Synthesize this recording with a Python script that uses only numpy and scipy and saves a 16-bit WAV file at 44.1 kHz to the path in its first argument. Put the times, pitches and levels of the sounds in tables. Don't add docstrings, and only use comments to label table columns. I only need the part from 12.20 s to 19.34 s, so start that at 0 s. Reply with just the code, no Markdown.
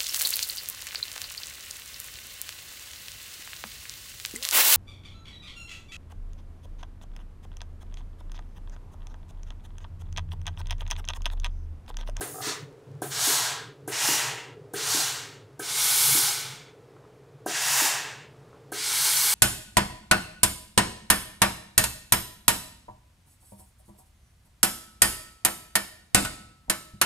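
import sys
import numpy as np
from scipy import signal
from scipy.fft import rfft, irfft
from scipy.io import wavfile
from scipy.ndimage import uniform_filter1d

SR = 44100
rng = np.random.default_rng(int(sys.argv[2]) if len(sys.argv) > 2 else 0)


def attenuation_scalar(level_db):
    decades = np.asarray(level_db, float) / 20
    return 10 ** decades


def master(y):
    cut = np.clip(np.atleast_2d(y).T, -1, 1)
    pcm = np.round(cut * 32767)
    wavfile.write(sys.argv[1], SR, pcm.astype(np.int16))


N = 314874
T = np.arange(N) / SR
F = np.maximum(np.arange(N // 2 + 1) * SR / N, 1)


def unit(x):
    return x / np.sqrt(np.mean(x ** 2))


def shape(points):
    hz, db = np.transpose(points)
    return attenuation_scalar(np.interp(np.log(F), np.log(hz), db))


def peak(hz, width):
    return 1 / (1 + 1j * (F / hz - hz / F) * hz / width)


def noise(gain):
    return unit(irfft(rfft(rng.standard_normal(N)) * gain, N))


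def walk(rate):
    hold = int(SR / rate)
    steps = np.repeat(rng.standard_normal(N // hold + 1), hold)
    return unit(uniform_filter1d(uniform_filter1d(steps, hold), hold)[:N])


def ring(modes, push_s):
    t = T[:SR // 3]
    y = sum(attenuation_scalar(db) * np.sin(2 * np.pi * hz * t) * 1000 ** (-t / t60) for hz, db, t60 in modes)
    y = np.convolve(y, np.hanning(int(push_s * SR) + 3))[:len(t)]
    return y / np.abs(y).max()


def swell(sound, rise_s):
    return sound * np.sin(np.pi / 2 * np.clip(T[:len(sound)] / rise_s, 0, 1)) ** 2


def add(out, s, sound):
    i = int(s * SR)
    out[i:i + len(sound)] += sound[:N - i]


def nearby(t60, db):
    t = T[:SR // 20]
    echoes = rng.standard_normal(len(t)) * 1000 ** (-t / t60)
    return 1 + attenuation_scalar(db) * rfft(echoes / np.sqrt(np.sum(echoes ** 2)), N)


def room(x, t60, wet_db):
    t = T[:SR // 2]
    diffuse = signal.lfilter([1], [1, -.6], rng.standard_normal(len(t)))
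    tail = diffuse * 1000 ** (-t / t60) * np.clip(t / .015 - .3, 0, 1)
    return x + attenuation_scalar(wet_db) * signal.fftconvolve(x, tail / np.sqrt(np.sum(tail ** 2)))[:N]


# pitch_hz, level_db per Hz
ROOM_TONE = [(22, -21.5), (75, -13), (200, -16), (420, -12.5), (1200, -21.5), (2500, -30.5), (9000, -40.5),
             (15500, -50)]
# start_s, level_db
ROOM_TONE_DB = [(0, -55.5), (.7, -57.5), (1.6, -59), (2.45, -59), (3.3, -58.5), (4.7, -58), (5.2, -59),
                (6.3, -56), (7.14, -60.5)]


def room_tone():
    level_db = np.interp(T, *np.transpose(ROOM_TONE_DB)) + 0.27 * walk(3)
    return attenuation_scalar(level_db) * noise(shape(ROOM_TONE))


# start_s, level_db
FAN = [(0.0, -51), (0.42, -49), (0.44, -43), (0.63, -69), (0.67, -46.5), (1.45, -51), (1.49, -53),
       (1.55, -68), (1.63, -47), (1.73, -50.5), (1.95, -48.5), (3.82, -55.5), (3.92, -44), (4.12, -59.5),
       (4.26, -47), (4.41, -57), (7.1, -56), (7.14, -51)]
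# pitch_hz, width_hz
FAN_BANDS = [(136.2, 29.4), (110.4, 15), (289.2, 32), (428.6, 120)]


def fan():
    suction = np.interp(T, *np.transpose(FAN))
    linger_s = 0.24
    steamy = sum((T > start) * 1. for start, *_ in OPENS)
    steamy = steamy - sum((T > shut + linger_s) * 1. for shut, *_ in SHUTS)
    steamy = uniform_filter1d(steamy, size=SR // 6)
    drum, low, duct, throat = (noise(peak(*band) ** 2) for band in FAN_BANDS)
    board = attenuation_scalar(suction - 1.2 * walk(12)) * (drum + attenuation_scalar(-6.5) * low)
    mean_suction = uniform_filter1d(suction, size=SR)
    duct_db = -53 + 0.86 * (mean_suction + 51.5) + 2.5 * steamy + 1.5 * walk(6.7)
    return board + attenuation_scalar(duct_db) * (throat + attenuation_scalar(-9.5) * duct)


# start_s, snap_db (trigger), housing_db, plunger_db
OPENS = [(0.0095, -23, -29.5, -21), (0.82, -17.5, -29, -20.5), (1.678, -24.5, -28.5, -22),
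         (2.5371, -29, -28, -21), (3.395, -30, -32, -18.5), (5.2624, -14.5, -30, -18.5),
         (6.5204, -25.5, -32, -18.5)]
# pitch_hz, level_db, t60_s
SNAP = [(680, 0, .007), (735, -8, .045), (960, -13, .035), (340, -8, .03)]
KNOCK = [(312.7, -1, 0.05), (740, -9, .04)]
HOUSING = [(416.3, -2, 0.15), (447, -4.5, 0.12)]
PLUNGER = [(1564, 1, 0.062), (1720, -6, 0.076), (1277, -5, 0.087), (1550, 9, 0.023)]


def valve_opens():
    out = np.zeros(N)
    for s, snap_db, housing_db, plunger_db in OPENS:
        add(out, s + .0002, -attenuation_scalar(snap_db) * ring(SNAP, .0008))
        add(out, s - .001, -attenuation_scalar(housing_db) * ring(KNOCK, 0.00089))
        add(out, s, attenuation_scalar(housing_db + 5.5) * swell(ring(HOUSING, 0.00047), 0.013))
        add(out, s, attenuation_scalar(plunger_db) * swell(ring(PLUNGER, 0.00022), 0.0081))
    return out


def burst_clocks():
    shuts = [s for s, *_ in SHUTS] + [T[-1]]
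    for (start, *_), shut in zip(OPENS, shuts):
        yield np.clip(T - start + 0.0031, 0, None), np.clip(T - shut, 0, None)


# lag_s (steam arrives), top_db, fill_s, drain_s (to fall 30 dB), bend (of the drain)
BURSTS = [(.2, -24.5, 0.069, 0.17, 1.8), (0.083, -22, 0.11, 0.4, 2.66), (0.031, -22, 0.11, 0.39, 2.08),
          (0.016, -22, .13, 0.4147, 1.74), (0.018, -25, 0.1, 0.4819, 1.88),
          (0.005, -23.5, 0.12, 0.38, 1.36), (0.005, -25.5, 0.11, .45, 1.6)]


def valve_hiss():
    edge = attenuation_scalar(-9) * abs(peak(14300, 1500)) ** 2
    hiss = noise((abs(peak(9400, 8500)) ** 2 + edge) * nearby(.015, -7))
    out = np.zeros(N)
    for (_, _, _, drain_s, _), (opened, closed) in zip(BURSTS, burst_clocks()):
        onset = np.clip(opened / .003, 0, 1) * (1 + attenuation_scalar(2.5) * np.exp(-opened / 0.0029))
        seep = attenuation_scalar(-15) * np.exp(-(closed / drain_s / (1 - 0.12)) ** 4)
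        out += attenuation_scalar(-44) * hiss * onset * (np.exp(-closed / .03) + seep)
    return out


def flow_db(since_open, since_shut, lag_s, top_db, fill_s, drain_s, bend):
    filling = np.clip(since_open - since_shut - lag_s, 0, None)
    return top_db - 17 * np.exp(-filling / fill_s), -30 * (since_shut / drain_s) ** bend


POCKETS = {"middle": [(740, 76, 1), (1000, 110, 2), (1280, 62, -11), (1620, 60, 4.5), (3570, 350, -6.5),
           (4330, 590, -6), (5600, 450, -6.5), (7110, 1700, -7)], "left": [(770, 80, 2), (930, 88, 11),
           (1637, 84, 4), (1910, 250, 2.5), (2780, 340, 1), (5860, 500, -12.5), (7000, 1000, -2)],
           "right": [(830, 100, -4), (1480, 200, -1.5), (2240, 180, 3.5), (2850, 200, -7.5),
           (3442, 680, -3), (4300, 400, -6.5), (8700, 600, -13)]}
# pitch_hz, level_db per Hz
JET = [(300, -30.5), (560, -19), (850, -4), (1630, -5), (2440, -7.5), (7000, 1), (10500, 7.5),
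       (16500, -5.5)]
# place (on the cloth), bass_db, treble_db, deep_db (deep pocket),
# ring_db (other pockets), darken_db (per band and drain time)
PLACES = [("middle", -1.3, -0.87, 28, -0.94, 0.1), ("middle", -1, 0.76, 20, 1.5, 1),
          ("left", 0.55, -0.67, 19, -2, 0.79), ("middle", -1, -1.2, 16, -3.5, -3),
          ("right", -3, 4, 0, 0.1, -0.65), ("left", 1.5, -1.7, 15.6, 0.094, 0.1),
          ("right", -2.5, 3.5, -28, 0.1, 0.033)]
JET_BANDS_HZ = [900, 2200, 5300, 10000, 14500]
# level_db (at full flow), rising (dB per dB of filling), falling (dB per dB of draining),
# fade_db (extra loss per drain time), puff_db (first puff)
JET_LAW = [(-12, 1.25, 0.72, 1, -47), (-7, 0.81, 0.7, -1.8, -45), (-2.03, 1.02, 0.98, 2.5, -52.5),
           (-3.5, 2.15, 1.37, 11, -42.5), (-3, 3.5, 1.2, 17.5, -59)]
JET_RISE_S = [.05, .015, .004, .003, .003]


def steam_jets():
    out = np.zeros(N)
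    full_flow_db = -24
    white, jet = rfft(rng.standard_normal(N)), shape(JET)
    flutter = 0.25 * walk(19) + .5 * walk(45)
    flicker = [flutter + 0.47 * walk(28) for _ in JET_LAW]
    for row, (opened, closed), spot in zip(BURSTS, burst_clocks(), PLACES):
        lag_s, drain_s = row[0], row[3]
        place, bass_db, treble_db, deep_db, ring_db, darken_db = spot
        pockets = attenuation_scalar(deep_db) * abs(peak(605, 330)) ** 2
        for hz, width, db in POCKETS[place]:
            pockets += attenuation_scalar(db + ring_db) * abs(peak(hz, width)) ** 2
        colour = white * jet * nearby(0.051, -14) * (1 + pockets)
        fill, drain = flow_db(opened, closed, *row)
        stall = np.exp(-np.clip(closed - 1.134 * drain_s, 0, None) / 0.053)
        arrived = np.clip((opened - lag_s) / 0.02, 0, 1) * stall
        tone_db = [bass_db, bass_db, 0, treble_db, treble_db]
        for k, (db, rising, falling, fade_db, puff_db) in enumerate(JET_LAW):
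            crossfade = np.interp(np.log(F), np.log(JET_BANDS_HZ), np.eye(len(JET_LAW))[k])
            band = unit(irfft(colour * crossfade, N))
            jet_db = full_flow_db + db + rising * (fill - full_flow_db) + falling * drain
            jet_db = jet_db - (fade_db + (k - 2) * darken_db) * closed / drain_s + tone_db[k]
            puff = attenuation_scalar(puff_db + 28 * lag_s - 145 * opened)
            build = np.clip(opened / JET_RISE_S[k], 0, 1) ** 2
            out += build * band * np.hypot(arrived * attenuation_scalar(jet_db), puff) * attenuation_scalar(flicker[k])
    return out


# start_s, level_db
RATTLES = [(.143, -29), (.156, -27.5), (.184, -26), (.196, -34), (.204, -24)]
# pitch_hz, level_db, t60_s
HOSE = [(740, 0.5, 0.041), (1230, -0.5, 0.039), (980, -12, 0.022), (1630, -5, 0.021)]


def hose_rattles():
    out = np.zeros(N)
    for s, db in RATTLES:
        modes = [(hz * rng.uniform(0.943, 1.04), g, t60) for hz, g, t60 in HOSE]
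        add(out, s, attenuation_scalar(db) * swell(ring(modes, 0.00057), 0.0016))
    return out


# start_s, thud_db, housing_db
SHUTS = [(0.27, -26, -32), (1.075, -25.5, -31), (1.887, -21.5, -34.5), (2.746, -24, -35.5),
         (3.951, -25, -40.5), (5.619, -26, -36.5)]
# pitch_hz, level_db, t60_s
THUD = [(289, -5.5, 0.11), (330, 3, 0.045)]


def valve_shuts():
    out = np.zeros(N)
    for s, thud_db, housing_db in SHUTS:
        add(out, s, attenuation_scalar(thud_db) * ring(THUD, .0022))
        add(out, s, attenuation_scalar(housing_db + 10.5) * swell(ring(HOUSING, 0.0025), 0.02))
    return out


# start_s, level_db
BUMPS = [(0.426, -33), (0.683, -42), (0.747, -40), (1.479, -37), (2.385, -42), (5.149, -45.5)]


def board_bumps():
    out = np.zeros(N)
    for start, db in BUMPS:
        add(out, start - .008, attenuation_scalar(db + 4) * swell(ring([(140, 0, .13)], .003), .018))
    return out


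# start_s, level_db
SPITS = [(.527, -60), (.716, -61), (.752, -61), (.78, -80), (1.51, -66), (1.535, -65), (1.56, -67),
         (1.605, -69), (1.652, -70), (2.41, -69), (2.47, -74.5), (3.33, -66), (3.347, -75), (5.186, -73)]


def drop_spits():
    out = np.zeros(N)
    for s, db in SPITS:
        hiss = rng.standard_normal(200)
        add(out, s, attenuation_scalar(db) * (hiss[3:] - hiss[:-3]) * np.exp(-T[:197] / .001))
    return out


# start_s, level_db, pitch_hz
CREAKS = [(.757, -51, 1000), (1.308, -38, 900), (4.766, -44.5, 1040), (4.841, -46, 800),
          (4.852, -47.5, 950), (5.186, -50.5, 1000), (6.33, -43, 1010), (6.345, -50, 1020)]


def board_creaks():
    out = np.zeros(N)
    for s, db, hz in CREAKS:
        add(out, s, attenuation_scalar(db + 6) * ring([(hz * k, 0, .02) for k in (.6, .8, 1.05, 1.3)], .0003))
    return out


def scene():
    parts = valve_opens() + hose_rattles() + valve_shuts() + drop_spits() + board_creaks()
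    parts = signal.sosfiltfilt(signal.butter(2, 220, "high", fs=SR, output="sos"), parts)
    steam = valve_hiss() + steam_jets()
    mono = room(steam, 0.35, -16) + room(parts, 0.18, -10.0) + fan() + board_bumps() + room_tone()
    return np.array([mono, mono])


# start_s, low_hz, high_hz, level_db
FILLS = [(2.815, 4220, 5130, -34.5), (2.815, 13500, 15300, -42), (3.65, 7460, 8940, -31),
         (3.885, 6900, 9100, -29), (3.885, 13400, 15500, -34), (4.09, 4400, 6550, -31.5),
         (4.09, 10800, 12500, -36), (5.415, 4160, 5200, -40.5), (5.415, 10800, 12500, -46),
         (6.81, 10200, 12500, -33.5), (6.97, 5530, 7000, -30.5), (6.97, 10800, 12500, -31),
         (6.97, 12900, 14800, -33), (7.02, 4000, 5100, -35)]


def side_noise():
    side = np.zeros(N)
    grid, first = 1024, 236
    for s, lo_hz, hi_hz, db in FILLS:
        centre = (np.round((s * SR - first) / grid) * grid + first) / SR
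        fade = np.cos(np.pi / 2 * np.clip((T - centre) / 0.02, -1, 1)) ** 2
        side += attenuation_scalar(db) * noise((F > lo_hz) & (F < hi_hz)) * fade
    return side


def band_limit(x):
    return signal.sosfilt(signal.butter(12, 16780, fs=SR, output="sos"), x)


def record(dry):
    both = dry + side_noise() * np.array([[1], [-1]])
    cutoff = signal.ellip(12, .3, 70, 15700, fs=SR, output="sos")
    return band_limit(signal.sosfilt(cutoff, both))


dry = scene()
out = record(dry)
master(out)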